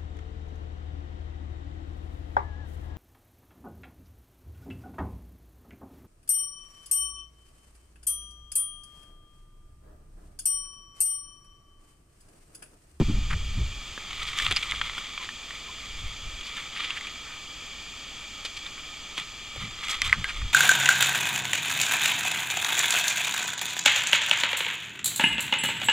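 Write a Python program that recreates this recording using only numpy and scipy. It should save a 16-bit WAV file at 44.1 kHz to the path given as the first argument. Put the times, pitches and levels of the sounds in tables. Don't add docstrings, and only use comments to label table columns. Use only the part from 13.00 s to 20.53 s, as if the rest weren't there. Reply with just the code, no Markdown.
import sys
import numpy as np
from scipy import signal
from scipy.fft import rfft, irfft, next_fast_len
from scipy.io import wavfile
from scipy.ndimage import uniform_filter1d

SR = 44100
rng = np.random.default_rng(int(sys.argv[2]) if len(sys.argv) > 2 else 0)


def dump_mix(stems):
    frames = np.atleast_2d(stems).T
    limited = np.clip(frames, -1, 1)
    pcm = np.round(limited * 32767).astype(np.int16)
    wavfile.write(sys.argv[1], SR, pcm)


N = 332073
TIME = np.arange(N) / SR
FFT_SIZE = next_fast_len(N)
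BINS = np.maximum(np.fft.rfftfreq(FFT_SIZE, 1 / SR), 1)


def from_db(db):
    return 10 ** (np.asarray(db) / 20)


def rms_one(x):
    return x / np.sqrt(np.mean(x ** 2) + 1e-20)


def at_bins(points):
    hz, value = np.transpose(points)
    return np.interp(np.log(BINS), np.log(hz), value)


def band(x, low_hz, high_hz, order=2):
    edges = [low_hz, min(high_hz, .45 * SR)]
    return signal.sosfilt(signal.butter(order, edges, "band", fs=SR, output="sos"), x)


def add(track, s, sound):
    start = round(s * SR)
    low, high = max(start, 0), min(start + sound.shape[-1], N)
    track[..., low:high] += sound[..., low - start:high - start]


def flutter(per_s):
    knots = rng.standard_normal(4000)
    return rms_one(np.interp(TIME * per_s, np.arange(len(knots)), knots))


def swell(half_s):
    reach = int(3 * half_s * SR)
    t = np.arange(-reach, reach) / SR
    return t, np.exp(-.5 * (t / half_s) ** 2)


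def surge(s, rise_s, fall_s, shape=1.72):
    distance = np.abs((TIME - s) / np.where(TIME < s, rise_s, fall_s))
    return np.exp(-.5 * np.minimum(distance ** shape, 100))


def grains(count, per_s, spread_db):
    born = rng.random((2, count)) < per_s / SR
    sizes = from_db(spread_db * np.minimum(rng.exponential(1, (2, count)), 4))
    return born * sizes * rng.choice([-1, 1], (2, count))


def ring(t, hz, t60, rise_s=0.00042):
    return from_db(-60 * t / t60) * np.sin(2 * np.pi * hz * t) * (1 - np.exp(-t / rise_s))


def housing():
    # centre in Hz, full width at half height in Hz, peak or notch in dB.
    cavities = [(854, 120, 2.5), (1250, 228, 10.5), (1810, 190, 4.5), (2130, 140, -4), (2351, 244, 10),
                (2640, 88, -2.5), (2990, 270, 5), (3000, 75, -2), (3275, 193, 11), (3552, 200, 7.5),
                (3890, 144, -9), (4700, 230, 4), (5110, 160, -6), (5675, 395, -9.5)]
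    return sum(db * np.exp(-np.log(2) * (2 * (BINS - hz) / width) ** 2) for hz, width, db in cavities)


def in_housing(x, share):
    cepstrum = irfft(np.log(from_db(share * housing())), FFT_SIZE)[:FFT_SIZE // 2]
    response = np.exp(2 * rfft(cepstrum, FFT_SIZE))
    return irfft(rfft(x, FFT_SIZE) * response, FFT_SIZE)[..., :N]


def in_stereo(pair, colour_db):
    # frequency in Hz, left-right correlation.
    likeness = [(300, 1), (2000, .997), (4500, .96), (9000, .87), (14000, .85)]
    mid, side = rfft(pair, FFT_SIZE) * from_db(colour_db)
    alike = np.clip(at_bins(likeness), -1, 1)
    left_right = np.sqrt(1 + alike) * mid + np.sqrt(1 - alike) * side * [[1], [-1]]
    return rms_one(irfft(left_right, FFT_SIZE)[:, :N])


def whine():
    # pitch in Hz, rms level in dB.
    tones = [(2801, -61.5), (7220, -69), (8021, -80)]
    return sum(from_db(db) * np.sqrt(2) * np.sin(2 * np.pi * hz * TIME) for hz, db in tones)


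def hiss(level_db=-41):
    # frequency in Hz, density in dB per Hz.
    hiss_spectrum = [(30, -2.5), (130, 0), (300, -1), (450, -5.5), (700, -5.5), (1000, -5.5), (1550, -7),
                     (2500, 1.5), (4200, -1.5), (7300, -2.5), (8300, -14), (9700, -22), (13500, -24),
                     (15800, -27)]
    return from_db(level_db) * in_stereo(rng.standard_normal((2, N)), at_bins(hiss_spectrum) + housing())


def wind(calm_db=-52.5, fine_eddies_db=-22):
    # height in seconds, rumble in dB, build-up in s, die-away in s.
    gusts = [(.05, -24.5, 0.24, .33), (.6, -29.5, 0.08, 0.088), (1.22, -42, 0.099, 0.14),
             (1.49, -33, 0.046, 0.052), (1.72, -40.5, 0.035, 0.16), (3.06, -37.5, .12, 0.052),
             (3.28, -38, 0.062, 0.088), (6.58, -45, 0.023, 0.14), (7.09, -35.5, .07, 0.11),
             (7.44, -30, 0.059, 0.041)]
    # centre in seconds, rms at the height in dB, half length in s,
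    # upper edge in Hz.
    buffets = [(0.013, -16, 0.01, 307), (0.1, -24, 0.011, 285), (0.145, -19.5, 0.014, 71),
               (0.186, -34, 0.023, 210), (0.341, -29.5, 0.027, 152), (0.583, -32, 0.014, 220),
               (0.614, -25.5, .018, 100), (3.054, -32.5, 0.021, 61.6), (6.589, -41, 0.0117, 200),
               (6.652, -38.5, 0.027, 213), (7.195, -36, .022, 214), (7.442, -31.5, 0.014, 82)]
    # frequency in Hz, density in dB per Hz.
    rumble_spectrum = [(15, 2), (30, 3), (60, -2), (100, -9.5), (200, -23), (400, -51), (800, -64)]

    power = from_db(calm_db) ** 2
    for s, db, rise_s, fall_s in gusts:
        power = power + (from_db(db) * surge(s, rise_s, fall_s)) ** 2
    eddies = in_stereo(rng.standard_normal((2, N)), at_bins(rumble_spectrum))
    eddies = eddies / np.sqrt(uniform_filter1d(eddies[0] ** 2, SR // 8))
    out = np.sqrt(power) * eddies

    for s, db, half_s, hz in buffets:
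        t, envelope = swell(half_s)
        air = rng.standard_normal(SR // 2)
        puff = band(air, hz / 4, hz, order=3) + from_db(fine_eddies_db) * band(air, hz, 3 * hz)
        puff = puff[-len(t):] * envelope
        add(out, s + t[0], from_db(db) * rms_one(puff) * np.sqrt(np.mean(envelope ** 2)))
    return out


def squeaks(roughness=0.38):
    # centre in seconds, rms at the height in dB, half length in s, pitch in Hz.
    squeak_table = [(2.215, -46, .016, 1040), (2.697, -45, 0.011, 1055), (7.254, -32.5, 0.0074, 1622)]
    out = np.zeros(N)
    for s, db, half_s, hz in squeak_table:
        t, envelope = swell(half_s)
        unsteady_hz = hz * (1 + roughness * rng.standard_normal(len(t)))
        phase = 2 * np.pi * np.cumsum(unsteady_hz) / SR
        add(out, s + t[0], from_db(db) * np.sqrt(2) * envelope * np.sin(phase))
    return out


def bumps(t60=0.035, low_hz=110, high_hz=800):
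    # start in seconds, peak level in dB.
    bump_table = [(0.976, -31), (1.465, -38), (1.511, -25), (1.523, -28.5), (1.737, -36), (1.978, -36),
                  (5.45, -31.5), (6.178, -27.5), (6.561, -31)]
    out, t = np.zeros(N), np.arange(SR // 10) / SR
    for s, db in bump_table:
        thud = band(rng.standard_normal(len(t)) * from_db(-60 * t / t60), low_hz, high_hz, order=1)
        add(out, s, from_db(db) * thud / np.abs(thud).max())
    return out


def tussle(rest_rustle_db=-56, rest_swish_db=-66, swish_power=1.9):
    # height in seconds, rustle in dB, build-up in s, die-away in s,
    # bright swish of sliding in dB relative to the rustle.
    rolls = [(1.40, -34, 0.18, 0.37, -12.5), (1.99, -42, 0.034, 0.031, -12),
             (2.24, -36.5, 0.027, 0.016, -15), (2.55, -47, 0.076, .08, -13), (3.0, -49, 0.38, 0.35, -14),
             (3.57, -41.5, 0.071, 0.08, -14), (3.81, -36.5, .045, 0.13, -30), (4.04, -40, .05, 0.069, -24),
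             (4.6, -60, 0.27, 0.21, -9), (6.188, -32.5, 0.011, 0.018, -13), (6.62, -39, 0.031, 0.046, -16),
             (6.915, -32, 0.071, 0.036, -8), (7.065, -30, 0.021, 0.041, -8.5), (7.29, -40, 0.15, .14, -15)]
    bend, slide = from_db(rest_rustle_db) ** 2, from_db(rest_swish_db) ** 2
    for s, db, rise_s, fall_s, swish_db in rolls:
        effort = surge(s, rise_s, fall_s, shape=1.47)
        bend = bend + (from_db(db) * effort) ** 2
        slide = slide + (from_db(db + swish_db) * effort ** swish_power) ** 2
    return 10 * np.log10(bend), 10 * np.log10(slide)


def grass(bend, slide, clump_db=2.25, wriggle_db=2.0):
    # frequency in Hz, density in dB per Hz.
    rustle_spectrum = [(200, -10), (650, -14.5), (830, -9.5), (1200, 1), (1550, -6), (1800, -4), (2100, 10),
                       (2400, -1.5), (2750, 2.5), (3300, 2), (3900, 4), (4400, -8), (5200, -9),
                       (8000, -20.5), (15000, -38)]
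    # frequency in Hz, density in dB per Hz.
    swish_spectrum = [(2000, -25), (4000, 4), (5500, 6.5), (7200, 6.5), (8500, 6), (10000, -10.5),
                      (14000, -5), (15800, -29)]
    unevenness = clump_db * flutter(220) + wriggle_db * flutter(30)
    rustle_snaps = grains(N, per_s=3800, spread_db=2.9)
    swish_snaps = grains(N, per_s=2500, spread_db=4.7)
    rustle = in_stereo(rustle_snaps, at_bins(rustle_spectrum) + 0.78 * housing())
    swish = in_stereo(swish_snaps, at_bins(swish_spectrum) + 0.42 * housing())
    return rustle * from_db(bend + unevenness) + swish * from_db(slide + unevenness)


def stalks(bend, per_s=220, stalk_db=-1.0, spread_db=3.0, cycles=16, low_hz=1600, high_hz=5200):
    out, t = np.zeros(N), np.arange(SR // 60) / SR
    for wait, size, pitch in rng.random(size=(4000, 3))[:int(per_s * N / SR)]:
        s = wait * N / SR
        hz = low_hz * (high_hz / low_hz) ** pitch
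        level_db = bend[int(wait * N)] + stalk_db + spread_db * min(-np.log(1 - size), 2)
        add(out, s, from_db(level_db) * ring(t, hz, cycles / hz))
    return in_housing(out, 0.5)


def scuffs(snaps_per_s=6000, width=1.49, bright_db=-14):
    # centre in seconds, level at the height in dB (ahead of the housing,
    # without the bright part), half length in s, centre frequency in Hz.
    scuff_table = [(0.311, -33, 0.0066, 1830), (0.334, -33.5, .008, 1650), (1.282, -34.5, 0.01, 3020),
                   (1.388, -30, .008, 2450), (1.513, -28, .004, 1780), (1.570, -27, .009, 2830),
                   (1.631, -28.5, 0.0026, 2550), (1.738, -38, 0.0054, 1256), (3.469, -41, .016, 3400),
                   (3.581, -41.5, .02, 2180), (3.772, -35.5, 0.011, 2500), (3.846, -36.5, .012, 2840),
                   (3.972, -34, 0.0093, 2160), (4.301, -48.5, 0.048, 1630), (5.212, -52, 0.042, 1900),
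                   (5.458, -31.5, 0.0064, 3300), (5.573, -36.5, .006, 3400), (5.667, -41, 0.0091, 2590),
                   (5.783, -45, 0.0088, 2020), (6.179, -32, 0.0048, 2930), (6.841, -34, .006, 2530),
                   (6.912, -31, 0.0072, 5060), (7.134, -31.5, 0.0076, 1850), (7.297, -31.5, .011, 2060),
                   (7.418, -38.5, 0.0044, 1610)]
    out = np.zeros(N)
    for s, db, half_s, hz in scuff_table:
        t, envelope = swell(half_s)
        coarse, fine = grains(len(t), snaps_per_s, spread_db=0.75)
        body = rms_one(band(coarse, hz / width, hz * width))
        bright = from_db(bright_db) * rms_one(band(fine, 770, 7900, order=3))
        add(out, s + t[0], from_db(db) * envelope * (body + bright))
    return in_housing(out, 0.5)


def bites(ring_db=3.0, edge_db=-1.5, grit_db=-8, scatter_db=-26):
    # start in seconds, overall level in dB ahead of the layer trims,
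    # main ring pitch in Hz, hard snap in dB relative to the main ring, crack in dB ahead of its edge trim.
    bite_table = [(0.977, -29.5, 1690, 0.5, -22), (1.3876, -21.5, 2060, 4, 3), (1.3996, -16, 1800, -6, -14),
                  (1.4653, -11, 2840, -2, -21), (1.5116, -22.5, 1980, -2, 3), (1.5166, -23, 2320, 8, -7),
                  (1.5241, -17.5, 3420, 0, -2.5), (1.5630, -12, 4800, -9, -12), (1.568, -13, 4960, -4, -18),
                  (1.6264, -29, 2350, 5, -7), (1.712, -20.5, 3450, -4, -1), (1.7205, -15.5, 2090, -2, -12),
                  (1.8138, -16.5, 1890, 4, -17.5), (1.8160, -21, 1490, -6, -26),
                  (1.8962, -26, 2050, 4, -20), (1.98, -26, 1440, 2, -21), (2.1773, -22.5, 2390, -0.5, -25),
                  (2.2897, -25, 1810, 1, -17), (2.5073, -29, 1900, 1, -20), (3.4104, -31.5, 2440, 6.5, -4),
                  (3.9052, -20, 2840, -1, -12), (4.01, -26, 2060, -5, -10), (4.07, -27, 2400, -5, -4),
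                  (5.4513, -23, 3480, -6, -4), (5.6650, -23.5, 3500, -11, -17), (6.1789, -26, 2370, 6, -6),
                  (7.0183, -11, 2060, -0.5, -2.5), (7.047, -23, 2300, 3, -5), (7.0964, -17, 2070, -9, -14),
                  (7.1278, 3, 2060, -23, -22), (7.243, -12, 2080, -7.5, -14)]
    knock, snap = (1174, 0.0081), (3230, 0.0093)
    knock_re_snap_db, bluntness = -14, 0.57
    ring_t60_s, light_bite_db, damping_db = 0.014, -19, 26
    crack_t60, grit_t60, scatter_t60 = 0.0066, 0.026, 0.087

    out, t = np.zeros(N), np.arange(SR // 10) / SR
    for s, db, hz, snap_db, crack_db in bite_table:
        t60 = ring_t60_s * .5 ** ((db - light_bite_db) / damping_db)
        knock_db = snap_db + knock_re_snap_db - bluntness * crack_db
        body = ring(t, hz, t60) - from_db(knock_db) * ring(t, *knock) + from_db(snap_db) * ring(t, *snap)
        noise = rng.standard_normal((3, len(t)))
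        crack = rms_one(band(noise[0], 3100, 7800)) * from_db(edge_db + crack_db - 60 * t / crack_t60)
        grit = rms_one(band(noise[1], 2000, 3670, order=3)) * from_db(grit_db + snap_db - 60 * t / grit_t60)
        scatter = rms_one(band(noise[2], 1070, 1900)) * from_db(scatter_db - 60 * t / scatter_t60)
        bite = from_db(ring_db) * body + crack + grit + scatter
        add(out, s, from_db(db) * band(bite, 680, 12600))
    return out


def scene():
    bend, slide = tussle()
    background = whine() + hiss() + wind()
    turf = grass(bend, slide) + stalks(bend) + scuffs() + bumps()
    left, right = background + turf + squeaks() + bites()
    left_lag_s = .92 / SR
    lag = left_lag_s * np.interp(BINS, [600, 1000], [0, 1])
    late_left = irfft(rfft(left, FFT_SIZE) * np.exp(-2j * np.pi * BINS * lag), FFT_SIZE)[:N]
    return np.array([late_left, right])


def record(dry, cutoff_hz=15800):
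    low_pass = signal.ellip(10, .1, 80, cutoff_hz, fs=SR, output="sos")
    return signal.sosfilt(low_pass, np.clip(dry, -1, 1))


dry = scene()
out = record(dry)
dump_mix(out)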